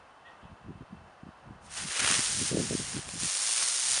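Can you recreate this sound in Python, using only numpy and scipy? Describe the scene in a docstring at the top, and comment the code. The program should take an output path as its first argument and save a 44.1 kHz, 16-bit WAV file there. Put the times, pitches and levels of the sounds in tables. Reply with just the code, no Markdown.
"""Outdoors in a yard at night: a spinner firework catches on the ground, whirls up, sags, catches again.
Its jet sweeps past the microphone once a turn, so hiss and roar flutter at the spin rate.
Sparks crackle in the jet and lumps of the charge spit. Wind eddies buffet the microphone.
Behind it all: a faint distant wash, an insect-like trill and, early on, two small scrapes."""
import sys
import numpy as np
from scipy import signal
from scipy.fft import rfft, irfft
from scipy.io import wavfile
from scipy.ndimage import uniform_filter1d

SR = 44100
rng = np.random.default_rng(int(sys.argv[2]) if len(sys.argv) > 2 else 0)


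def inscribe(sig):
    """Save sig as 16-bit PCM at rate SR to the path in sys.argv[1].

    A 1-D sig is mono; a 2-D sig holds one channel per row.
    Samples are clipped to [-1, 1] before scaling.
    """
    pcm = np.round(np.clip(np.atleast_2d(sig).T, -1, 1) * 32767)
    wavfile.write(sys.argv[1], SR, pcm.astype(np.int16))


N = 176400
TIME_S = np.arange(N) / SR
FREQ_HZ = np.fft.rfftfreq(N, 1 / SR)

# Distant wash. Each row: frequency in Hz, relative density in dB.
NIGHT_SPECTRUM = [(20, -8), (60, -1), (150, -6.5), (400, -6), (750, 2.5), (1100, 1), (1600, -4.5),
                  (2300, -16), (3300, -22.5), (4500, -22), (7000, -28), (12000, -37)]
# Far-off trill. Each row: centre in Hz, width in Hz, level in dB.
TRILL_BANDS = [(2650, 120, -73.5), (3050, 83, -78)]
# Gusts on the microphone. Each row: centre in seconds, half length in seconds, level in dB.
GUSTS = [(0.447, 0.019, -46.5), (0.52, 0.028, -48), (.66, 0.042, -48), (0.7, 0.027, -40.5),
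         (0.761, 0.026, -48), (0.822, 0.018, -45.5), (0.936, .025, -44.5), (1.002, 0.084, -53),
         (1.268, 0.042, -51.5), (1.502, 0.063, -48.5), (1.676, 0.1, -54), (1.85, 0.05, -45),
         (2.039, 0.031, -41.5), (2.113, 0.022, -38.5), (2.18, 0.043, -44.5), (2.348, 0.09, -45.5),
         (2.423, 0.048, -40.5), (2.542, 0.033, -30.5), (2.592, 0.045, -29.5), (2.66, 0.029, -41),
         (2.721, 0.021, -29.5), (2.806, 0.035, -39), (2.892, 0.054, -48), (2.971, 0.033, -37),
         (3.078, 0.033, -46.5), (3.157, 0.028, -42), (3.236, 0.034, -41), (3.942, 0.07, -54.5)]
# Rumble between eddies. Each row: frequency in Hz, relative density in dB.
RUMBLE_SPECTRUM = [(30, -13), (90, -0.5), (180, 4.5), (320, -10), (550, -15.5), (1000, -49), (3000, -70)]
# Lone hard eddies. Each row: centre in seconds, level in dB.
BUFFETS = [(0.81, -34), (1.235, -36), (1.2688, -35), (1.29, -37.5), (1.509, -35), (2.1932, -25.5),
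           (2.417, -23.5), (2.5806, -21.5), (2.752, -17), (2.968, -25.5)]
# Spin rate. Each row: time in seconds, rate in turns per second.
SPIN_HZ = [(1.9, 10), (1.98, 23), (2.1, 85), (2.21, 145), (2.29, 161), (2.47, 151), (2.6, 128), (2.8, 110),
           (2.97, 105), (3.2, 86), (3.38, 102), (3.62, 123), (4.0, 127)]
# Jet swing, once and twice a turn. Each row: time in seconds, signed depth in dB.
TURN_SWING_DB = [(1.9, 1.5), (2.0, 2), (2.1, 2.5), (2.25, 2), (2.6, -1.5), (2.85, 0.5), (3.25, 1),
                 (3.5, 1.9), (4.0, 1.5)]
HALF_TURN_SWING_DB = [(1.9, -1), (2.1, 1.6), (2.3, 1.5), (2.48, -1.5), (2.75, 1), (2.95, 2), (3.25, 2),
                      (3.5, 1.2), (4.0, 0.9)]
# Jet hiss and lower flame roar. Each row: time in seconds, level in dB.
HISS_DB = [(1.6, -89), (1.62, -67), (1.66, -54.5), (1.682, -61), (1.715, -46), (1.77, -37), (1.87, -38.5),
           (1.94, -34.5), (2.04, -29), (2.1, -25), (2.18, -27.5), (2.34, -30.5), (2.485, -30),
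           (2.53, -38.5), (2.6, -35.5), (2.8, -36), (2.99, -39), (3.06, -45.5), (3.11, -40.5), (3.19, -39),
           (3.2, -33), (3.235, -30), (3.41, -30), (3.47, -28.5), (3.62, -27), (3.72, -29), (3.96, -26.5),
           (4.0, -30)]
ROAR_DB = [(1.63, -69), (1.72, -52), (1.785, -40.5), (1.86, -46), (1.935, -39), (2.0, -32.5), (2.1, -30.5),
           (2.16, -32.5), (2.22, -41.5), (2.35, -46), (2.97, -47), (3.05, -51.5), (3.18, -53),
           (3.22, -45.5), (3.58, -48), (3.625, -38.5), (3.68, -48), (4.0, -53)]
# Spits of the charge and cracks of single sparks. Each row: start in seconds, onset level in dB.
SPITS = [(1.773, -38), (1.994, -22.5), (2.002, -26), (3.0894, -32)]
CRACKS = [(2.047, -20), (2.0625, -18), (2.0755, -17), (2.1415, -22.5), (2.967, -28), (3.625, -25.5),
          (3.978, -22.5)]
# Spectra of the burning. Each row: frequency in Hz, relative density in dB.
HISS_SPECTRUM = [(100, -52), (400, -18.5), (900, -10), (2000, -6.5), (3200, -3), (5500, 0.65), (7000, 1.2),
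                 (9000, 0.13), (12000, -4)]
ROAR_SPECTRUM = [(100, -21), (450, -7), (900, -6), (1400, 0), (1900, 2), (2300, -2), (2900, 1),
                 (4200, -8.5), (6500, -22), (12000, -18)]
SPIT_SPECTRUM = [(200, -7), (1500, 2), (4000, -6), (10000, -6)]
CRACK_SPECTRUM = [(200, -14), (1400, 1.5), (3300, -1.5), (9000, -14)]
# Microphone response. Each row: frequency in Hz, gain in dB.
MIC_RESPONSE = [(20, -0.5), (7400, 0.5), (7900, -5), (8350, 3), (9400, 4), (10000, 0), (10500, -6.5),
                (11000, -19), (11500, -32)]


def amp(db):
    """Decibels to gain."""
    return 10 ** (np.asarray(db) / 20)


def unit(x):
    """Scale to rms 1."""
    return x / np.sqrt(np.mean(x ** 2) + 1e-20)


def curve(points):
    """Breakpoints to one value per sample."""
    return np.interp(TIME_S, *np.transpose(points))


def colour(x, spectrum):
    """Filter by a spectrum on a log-frequency axis; rms 1."""
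    hz, db = np.transpose(spectrum)
    gain = amp(np.interp(np.log(FREQ_HZ + 1), np.log(hz), db))
    return unit(irfft(rfft(x) * gain, N))


def band(hz, width_hz):
    """Noise in one bell-shaped band; rms 1."""
    bell = np.exp(-2 * ((FREQ_HZ - hz) / width_hz) ** 2)
    return unit(irfft(rfft(rng.standard_normal(N)) * bell, N))


def night(start_db=-55.5, rise_db_per_s=0.25, waver_db=0.52):
    """Wavering distant wash and a thin trill, as of insects."""
    level_db = start_db + rise_db_per_s * TIME_S + waver_db * band(0, 8)
    wash = amp(level_db) * colour(rng.standard_normal(N), NIGHT_SPECTRUM)
    trill = sum(amp(db) * band(hz, width_hz) for hz, width_hz, db in TRILL_BANDS)
    return wash + trill


def scrapes(first_s=0.246, second_s=0.41, rise_s=0.024, ring_hz=1876):
    """A small scrape rasps and rings; a softer rasp follows."""
    def swell(start_s):
        age = np.maximum(TIME_S - start_s, 0) / rise_s
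        return age * np.exp(1 - age)
    ring = amp(-53.5) * unit(np.sin(2 * np.pi * ring_hz * TIME_S + band(0, 60)))
    rasp = amp(-61.5) * band(3050, width_hz=1000)
    return swell(first_s) * (ring + rasp) + amp(-6) * swell(second_s) * rasp


def eddy(offset_s, hz, skew):
    """Pressure of a passing eddy: a dip between two lopsided rises."""
    u = np.pi * hz * offset_s
    return np.exp(-u ** 2) * (2 * u ** 2 - 1 + skew * u)


def wind(eddies_per_s=190, base_hz=159.5, top_hz=365, octaves_per_db=0.14, spread_db=4.5, calm_db=-73):
    """Eddies push and pull on the microphone over a low rumble; stronger gusts make each quicker."""
    power = sum(amp(db) ** 2 * np.exp(-2 * ((TIME_S - centre_s) / half_s) ** 2)
                for centre_s, half_s, db in GUSTS)
    gust = np.sqrt(power + amp(calm_db) ** 2)
    rumble = colour(rng.standard_normal(N), RUMBLE_SPECTRUM)
    pressure = np.zeros(N)
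    draws = rng.standard_normal((int(eddies_per_s * N / SR), 4))
    for k, (late, quick, size, skew) in enumerate(draws):
        at = int(np.clip((k + 0.5 * late) / eddies_per_s * SR, 0, N - 1))
        gust_db = 20 * np.log10(gust[at])
        octaves = octaves_per_db * (gust_db + 45) + 0.6 * quick
        hz = top_hz * np.tanh(base_hz * 2 ** octaves / top_hz)
        near = slice(max(at - SR // 50, 0), at + SR // 50)
        pressure[near] += amp(spread_db * size) * eddy(TIME_S[near] - at / SR, hz, skew)
    local_rms = np.sqrt(np.maximum(uniform_filter1d(pressure ** 2, size=1400), 1e-6))
    return gust * (amp(-0.5) * pressure / local_rms + amp(-4.5) * rumble)


def buffets(base_hz=205, octaves_per_db=0.018):
    """Lone strong eddies bump the microphone, quicker when harder."""
    pressure = np.zeros(N)
    skews = rng.uniform(-1.3, 1, len(BUFFETS))
    for (centre_s, db), skew in zip(BUFFETS, skews):
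        hz = base_hz * 2 ** (octaves_per_db * (db + 31.5))
        pressure += amp(db) * eddy(TIME_S - centre_s, hz, skew)
    return pressure


def burn(spectrum, sparks_per_s=2200, spread_db=3.5, spark_to_gas_db=-5.5):
    """Turbulent gas with the clicks of bursting sparks; rms 1."""
    sizes = amp(spread_db * np.minimum(rng.exponential(1, N), 4.2))
    signs = rng.choice([-1, 1], N)
    fires = rng.random(N) < sparks_per_s / SR
    sparks = amp(spark_to_gas_db) * unit(sizes * signs * fires)
    return colour(rng.standard_normal(N) + sparks, spectrum)


def jet(sputter_db=0.85, sputter_width_hz=162):
    """Hiss and roar swell each time the nozzle swings round."""
    angle = 2 * np.pi * np.cumsum(curve(SPIN_HZ)) / SR
    beam = amp(curve(TURN_SWING_DB) * np.cos(angle) + curve(HALF_TURN_SWING_DB) * np.cos(2 * angle))
    beam /= np.sqrt(uniform_filter1d(beam ** 2, size=2000))  # flutter at constant mean power
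    sputter = amp(sputter_db * band(0, sputter_width_hz))
    hiss = amp(curve(HISS_DB)) * burn(HISS_SPECTRUM)
    roar = amp(curve(ROAR_DB)) * burn(ROAR_SPECTRUM)
    return beam * sputter * (hiss + roar)


def bursts(rows, decay_s):
    """Envelope: instant onsets, exponential decays."""
    return sum(amp(db) * (TIME_S >= start_s) * np.exp(-abs(TIME_S - start_s) / decay_s)
               for start_s, db in rows)


def spits():
    """Lumps of the charge flare in short puffs."""
    return bursts(SPITS, decay_s=0.0033) * burn(SPIT_SPECTRUM)


def cracks():
    """Single sparks burst, shorter and lower than the spits."""
    return bursts(CRACKS, decay_s=0.0012) * burn(CRACK_SPECTRUM)


def yard(x, tail_db=-14, t60_s=0.28, build_s=0.0098):
    """The open yard adds a thin scattered tail."""
    t = TIME_S[:SR // 2]
    tail = rng.standard_normal(len(t)) * amp(-60 * t / t60_s) * (1 - np.exp(-t / build_s))
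    return x + amp(tail_db) * signal.fftconvolve(x, tail / np.linalg.norm(tail))[:N]


def scene():
    """Firework in the yard, background and wind; mono."""
    firework = yard(jet() + spits() + cracks())
    return (firework + night() + scrapes() + wind() + buffets())[None]


def record(dry):
    """Low cut, microphone response, band limit."""
    low_cut_hz, band_limit_hz = 57.5, 11520
    x = signal.sosfilt(signal.butter(2, low_cut_hz, "high", fs=SR, output="sos"), dry[0])
    hz, db = np.transpose(MIC_RESPONSE)
    grid_hz = np.linspace(0, SR / 2, 513)
    mic = signal.firwin2(257, grid_hz, amp(np.interp(grid_hz, hz, db)), fs=SR)
    x = signal.oaconvolve(x, mic, "same")
    low_pass = signal.firwin(1023, band_limit_hz, window=("kaiser", 9), fs=SR)
    return signal.oaconvolve(x, low_pass, "same")[None]


dry = scene()
out = record(dry)
inscribe(out)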